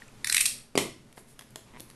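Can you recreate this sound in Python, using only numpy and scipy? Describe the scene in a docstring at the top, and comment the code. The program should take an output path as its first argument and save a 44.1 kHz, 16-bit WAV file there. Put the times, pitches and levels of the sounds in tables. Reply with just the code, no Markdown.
"""A quick run of clicks: the blade of a snap-off knife slides back, catching at each notch.
The knife is put down on a table with a thud and a clack. Fingers then pick at the plastic film
round a cardboard box: it ticks, rustles, creaks as it sticks and slips, and lets go.
All is heard close up, in a small, bare room with a low rumble."""
import sys
import numpy as np
from scipy import signal
from scipy.fft import rfft, irfft
from scipy.io import wavfile

SR = 44100
rng = np.random.default_rng(int(sys.argv[2]) if len(sys.argv) > 2 else 0)


def file_out(sig):
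    """Save sig as 16-bit WAV at sys.argv[1]."""
    # one column per channel
    cols = np.atleast_2d(sig).T
    # limit, then scale
    lim = np.clip(cols, -1, 1)
    pcm = np.round(lim * 32767).astype(np.int16)
    wavfile.write(sys.argv[1], SR, pcm)


N = 85995
T = np.arange(N) / SR


# One click per notch. Handle and steel levels are relative to the click's chatter.
# (time [s], level [dB], chatter length [s], handle pitch [Hz], handle level [dB],
#  steel pitch [Hz], steel level [dB])
NOTCH_CLICKS = [(0.244, -25.5, 0.0044, 1775, -3, 3660, -6.5), (0.27, -26, 0.0061, 2000, -8, 5700, -13.5),
                (0.2969, -23, 0.0042, 1980, -7, 4220, -2), (0.323, -20, 0.0064, 2330, -9.5, 7900, -8),
                (0.3447, -18, 0.0048, 2200, -7, 8000, -15), (0.366, -18, 0.0043, 2280, -6, 3720, -11),
                (0.3783, -21.5, 0.0051, 2310, 1, 8100, -7.5), (0.4048, -19, 0.0091, 2380, -12.5, 8800, -4),
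                (0.4088, -23.5, 0.0084, 2560, -5.5, 8700, -9),
                (0.4554, -21.5, 0.0039, 2520, -14, 4370, -8.5), (0.4593, -21, 0.0069, 3410, -18, 8620, -4)]
# Tone of the slider's chatter (frequency [Hz], relative level [dB])
CHATTER_TONE = [(200, -43), (1000, -10), (1700, -2), (3000, -0.5), (4000, 7), (6000, 8.5), (8300, 10),
                (10000, 8.5), (12000, 8.5)]

def ratchet(echo_count=3):
    """At each notch the spring catches, chatters briefly and makes the handle and the steel ring."""
    bass_cut = signal.butter(3, 955, "high", fs=SR, output="sos")  # a small knife gives off little bass
    # The tooth drops into the notch and strikes the handle.
    catch_db, catch_fade_s, catch_delay_s = -14, 0.0078, 0.0007
    handle_width_hz, steel_width_hz = 1330, 520
    clicks = []
    for start, db, length, handle_hz, handle_db, steel_hz, steel_db in NOTCH_CLICKS:
        swell = T / length * np.exp(-np.minimum(2 * (T / length) ** 2, 20))
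        chatter = colour(noise() * swell, CHATTER_TONE)
        catch = undb(catch_db) * at(catch_delay_s, ring([(handle_hz, 0, catch_fade_s)]))
        handle = resonate(chatter, handle_hz, handle_width_hz)
        handle = undb(handle_db) * unit_hit(resonate(handle, handle_hz, handle_width_hz))
        steel = undb(steel_db) * unit_hit(resonate(chatter, steel_hz, steel_width_hz))
        click = signal.sosfilt(bass_cut, catch + unit_hit(chatter) + handle + steel)
        clicks.append(undb(db) * at(start, unit_hit(click)))
    # The hand moves, so the clicks take turns among different echoes.
    echoes = sum(room_echo(sum(clicks[k::echo_count]), db=-3) for k in range(echo_count))
    return sum(clicks) + echoes


# Light ticks of the knife (time [s], level [dB], pitch [Hz], fade time [s])
LOOSE_TICKS = [(.0207, -46, 1866, 0.023), (.081, -59, 7560, 0.003), (.085, -58, 2540, 0.012),
               (0.759, -39.5, 4800, 0.033)]

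def loose_parts():
    """The knife's loose parts tick, each ringing briefly at one pitch."""
    return sum(undb(db) * at(start, ring([(hz, 0, fade_s)])) for start, db, hz, fade_s in LOOSE_TICKS)


# One end of the knife lands, then the other, then it bounces (time [s], thud [dB], clack [dB])
TABLE_HITS = [(.7540, -26, -36.5), (0.7763, -20.5, -20.5), (0.7851, -45, -30), (0.7922, -33, -42)]
# Ringing of the table top and knife body (pitch [Hz], relative level [dB], fade time [s])
TABLE_RING = [(167, -33, 0.24), (284, -18.5, 0.21), (394, -25, 0.14), (419, 6, .012), (433, -9, 0.04),
              (544, -17, 0.13), (656, -0.5, 0.015), (860, -17, .03), (1130, -3.5, 0.016)]
# Tone of the clack (frequency [Hz], relative level [dB])
CLACK_TONE = [(300, -20.5), (1000, -1), (1650, -7.5), (2150, 7), (2700, -1), (3400, 2), (5000, -6),
              (7000, -7.5), (8800, -4), (12000, -9.5)]

def knife_landing():
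    """The table thuds, giving off little bass; the handle clacks and the loose blade rattles in it."""
    push_s, bass_cut_hz = 0.00017, 183.6
    push = T[:400] * np.exp(-2 * T[:400] / push_s)
    thud = np.convolve(ring(TABLE_RING), push)[:N]
    bass_cut = signal.butter(2, bass_cut_hz, "high", fs=SR, output="sos")
    thud = unit_hit(signal.sosfilt(bass_cut, thud))
    thuds, clacks = 0, 0
    for start, thud_db, clack_db in TABLE_HITS:
        handle = unit_hit(noise() * fade(0.02))
        rattle = undb(-6.5) * unit_hit(grains() * fade(0.046))
        clack = unit_hit(colour(handle + rattle, CLACK_TONE))
        thuds += undb(thud_db) * at(start, thud)
        clacks += undb(clack_db) * at(start, clack)
    return thuds + clacks + room_echo(thuds, db=-4) + room_echo(clacks, db=-1.5)


# Snaps of the film; a higher tilt makes a brighter snap.
# (time [s], level [dB], fade time [s], tilt [dB per octave], box knock [dB], knock pitch [Hz])
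FILM_SNAPS = [(1.127, -54.5, 0.0094, 2, -71, 500), (1.1726, -53, 0.03, -6, -56.5, 1100),
              (1.178, -49, 0.029, -7.5, -52.5, 500), (1.392, -42.5, 0.017, -0.7, -58.5, 1090),
              (1.41, -50.5, 0.0096, -3, -63, 1070), (1.421, -53.5, 0.023, -2, -67, 1110),
              (1.5062, -54, 0.0084, 9, -89, 500), (1.5586, -37.5, 0.013, -1.6, -48.5, 446),
              (1.7985, -45, .004, 2, -54.5, 338), (1.8044, -41, .009, .3, -48.5, 338),
              (1.9009, -49, 0.0092, 1.5, -64, 1240), (1.911, -53.5, 0.0038, 1, -78, 500)]
# Tone of a snap before its tilt (frequency [Hz], relative level [dB])
SNAP_TONE = [(200, -22.5), (700, -4.5), (1500, -1), (1950, 2.5), (2500, -1), (3400, 3), (4000, 0),
             (4600, 0), (6000, -3), (9000, -1), (12000, 0.5)]

def film_snaps():
    """The film snaps against the cardboard, and the box answers with a short knock."""
    knock_fade_s, overtone_ratio, overtone_db = 0.021, 1.49, -5
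    snaps = 0
    for start, db, fade_s, tilt_db, box_db, box_hz in FILM_SNAPS:
        tone = [(hz, level + tilt_db * np.log2(hz)) for hz, level in SNAP_TONE]
        snap = unit_hit(colour(noise() * fade(fade_s), tone))
        knock = ring([(box_hz, 0, knock_fade_s), (box_hz * overtone_ratio, overtone_db, knock_fade_s)])
        snaps += at(start, undb(db) * snap + undb(box_db) * knock)
    return snaps


# Finger strokes on the film (time [s], level [dB], length [s])
FINGER_STROKES = [(1.155, -51, 0.064), (1.262, -55.5, 0.084), (1.38, -64, 0.034), (1.769, -55, 0.081),
                  (1.874, -60, 0.033)]
# Tone of the rustle (frequency [Hz], relative level [dB])
RUSTLE_TONE = [(300, -7), (1200, 0), (3000, -0.5), (6000, -0.5), (9000, 7), (12000, 7)]

def film_rustle():
    """Fingers slide on the film: many tiny contacts swell and fade with each stroke."""
    touch = 0
    for start, db, length in FINGER_STROKES:
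        progress = np.clip((T - start) / length, 0, 1)
        touch += undb(db) * np.sin(np.pi * progress)
    return touch * unit_level(colour(grains(), RUSTLE_TONE))


# Slips of the stretched film (time [s], level [dB])
FILM_SLIPS = [(1.7388, -57), (1.7472, -53), (1.7553, -53), (1.7634, -51), (1.7712, -50)]
# Ringing of one slip (pitch [Hz], relative level [dB], fade time [s])
SLIP_RING = [(253, -6, 0.031), (1010, 5, 0.0067), (2000, 3.5, 0.0072), (2450, -16, 0.0025)]
# Loudness of the film dragging on the box (time [s], level [dB])
DRAG_LOUDNESS = [(1.64, -77), (1.68, -55.5), (1.73, -59.5), (1.78, -52), (1.82, -63.5)]
# Tone of the dragging (frequency [Hz], relative level [dB])
DRAG_TONE = [(120, -1), (240, -0.5), (400, -3), (700, -17), (1000, -1.5), (1500, -17), (2300, -11),
             (4000, -20.5), (12000, -34)]

def film_creak():
    """Pulled film drags on the box, then sticks and slips in even steps."""
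    slip = ring(SLIP_RING)
    steps = sum(undb(db) * at(start, slip) for start, db in FILM_SLIPS)
    drag = curve(DRAG_LOUDNESS) * unit_level(colour(grains(), DRAG_TONE))
    return steps + room_echo(steps, db=-13.5) + drag


# Loudness of the hiss and of the rumble (time [s], level [dB])
HISS_LOUDNESS = [(0, -55.5), (.1, -64), (.22, -63), (.35, -71), (1.95, -92)]
RUMBLE_LOUDNESS = [(0, -54.5), (.22, -52), (.45, -53), (.56, -52), (.7, -58), (1.1, -56.5), (1.28, -56.5),
                   (1.5, -54.5), (1.95, -55.5)]
# Tone of the hiss and of the rumble (frequency [Hz], relative level [dB])
HISS_TONE = [(200, -35), (800, 24), (3000, 15), (6000, 12), (12000, 7)]
RUMBLE_TONE = [(20, 8.5), (32, 0), (52, -4), (85, -6.5), (105, 1), (128, 7), (170, -5.5), (240, 3.5),
               (300, -6), (450, -7), (750, -14), (2000, -17.5), (4000, -22), (10000, -24.5), (12000, -25.5)]

def background():
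    """The room rumbles throughout, while a soft hiss of handling dies away."""
    rumble = curve(RUMBLE_LOUDNESS) * unit_level(colour(noise(), RUMBLE_TONE))
    hiss = curve(HISS_LOUDNESS) * unit_level(colour(noise(), HISS_TONE))
    return rumble + hiss


# How long the echo lasts (frequency [Hz], fade time [s])
ECHO_FADE = [(100, 1), (300, 0.37), (800, 0.31), (2000, 0.37), (4500, 0.37), (8500, 0.32), (12000, 0.25)]
# Tone of the echo (frequency [Hz], relative level [dB])
ECHO_TONE = [(100, 0.5), (300, -1.5), (800, -1.5), (2000, -5), (4500, -2), (6000, -1), (9000, -2),
             (12000, 2)]

def room_echo(x, db):
    """The room's blurred echo, new on each call as if from another spot; the bass lasts longest."""
    gap_s, build_s = 0.005, 0.002
    spectrum, tail = rfft(noise()), 0
    octaves = np.round(np.log2(np.maximum(np.fft.rfftfreq(N, 1 / SR), 100)))
    for octave in np.unique(octaves):
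        band = irfft(spectrum * (octaves == octave), N)
        tail += band * fade(value_at(2 ** octave, ECHO_FADE))
    tail = at(gap_s, tail * (1 - np.exp(-T / build_s)))
    tail = colour(tail / np.sqrt(np.sum(tail ** 2)), ECHO_TONE)
    return undb(db) * signal.fftconvolve(x, tail)[:N]


def undb(db):
    """Turn decibels into a number to multiply a sound by."""
    return 10 ** (np.asarray(db) / 20)


def unit_level(x):
    """Scale a sound to an average (rms) level of 1."""
    return x / np.sqrt(np.mean(x ** 2))


def unit_hit(x):
    """Scale a short sound to the energy of 10 ms at level 1."""
    return x / np.sqrt(np.sum(x ** 2) / (SR / 100))


def value_at(hz, points):
    """Read between (frequency [Hz], value) points, with octaves evenly spaced."""
    frequencies, values = np.array(points).T
    return np.interp(np.log(hz + 1), np.log(frequencies), values)


def colour(x, tone):
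    """Filter a sound to follow (frequency [Hz], level [dB]) points."""
    gains = undb(value_at(np.fft.rfftfreq(2 * N, 1 / SR), tone))
    # Folding the cepstrum onto its first half keeps the filter from ringing before the sound starts.
    cepstrum = irfft(np.log(gains))
    cepstrum[1:N] *= 2
    cepstrum[N + 1:] = 0
    return irfft(rfft(x, 2 * N) * np.exp(rfft(cepstrum)))[:N]


def resonate(x, hz, width_hz):
    """Keep the part of a sound near one pitch."""
    return signal.lfilter(*signal.iirpeak(hz, hz / width_hz, fs=SR), x)


def fade(fade_s):
    """Die away by 60 dB over the fade time."""
    return np.exp(-np.minimum(np.log(1000) * T / max(fade_s, 1e-4), 60))


def ring(tones):
    """A struck object rings with fading tones (pitch [Hz], relative level [dB], fade time [s])."""
    return unit_hit(sum(undb(db) * fade(fade_s) * np.sin(2 * np.pi * hz * T) for hz, db, fade_s in tones))


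def at(start, x):
    """Delay a sound to its start time in seconds."""
    delay = int(np.clip(start * SR, 0, N - 1))
    return np.concatenate([np.zeros(delay), x[:N - delay]])


def curve(points):
    """Loudness that glides through (time [s], level [dB]) points."""
    return undb(np.interp(T, *np.array(points).T))


def noise():
    """White noise: an even hiss."""
    return rng.standard_normal(N)


def grains(per_second=6000, spread_db=1.8):
    """A dense crackle of tiny contacts of uneven size."""
    contacts = (rng.random(N) < per_second / SR) * np.sign(noise())
    sizes = undb(spread_db * np.minimum(rng.exponential(size=N), 5))
    return unit_level(contacts * sizes)


def scene():
    """Knife, table and wrapped box in the room, on one channel."""
    picking = film_snaps() + film_rustle()
    knife = ratchet() + loose_parts() + knife_landing()
    film = picking + room_echo(picking, db=-5.5) + film_creak()
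    return (knife + film + background())[None]


def record(dry):
    """Cut away the highest treble."""
    top_hz = 11950
    return signal.sosfilt(signal.ellip(10, .2, 70, top_hz, fs=SR, output="sos"), dry)


dry = scene()
out = record(dry)
file_out(out)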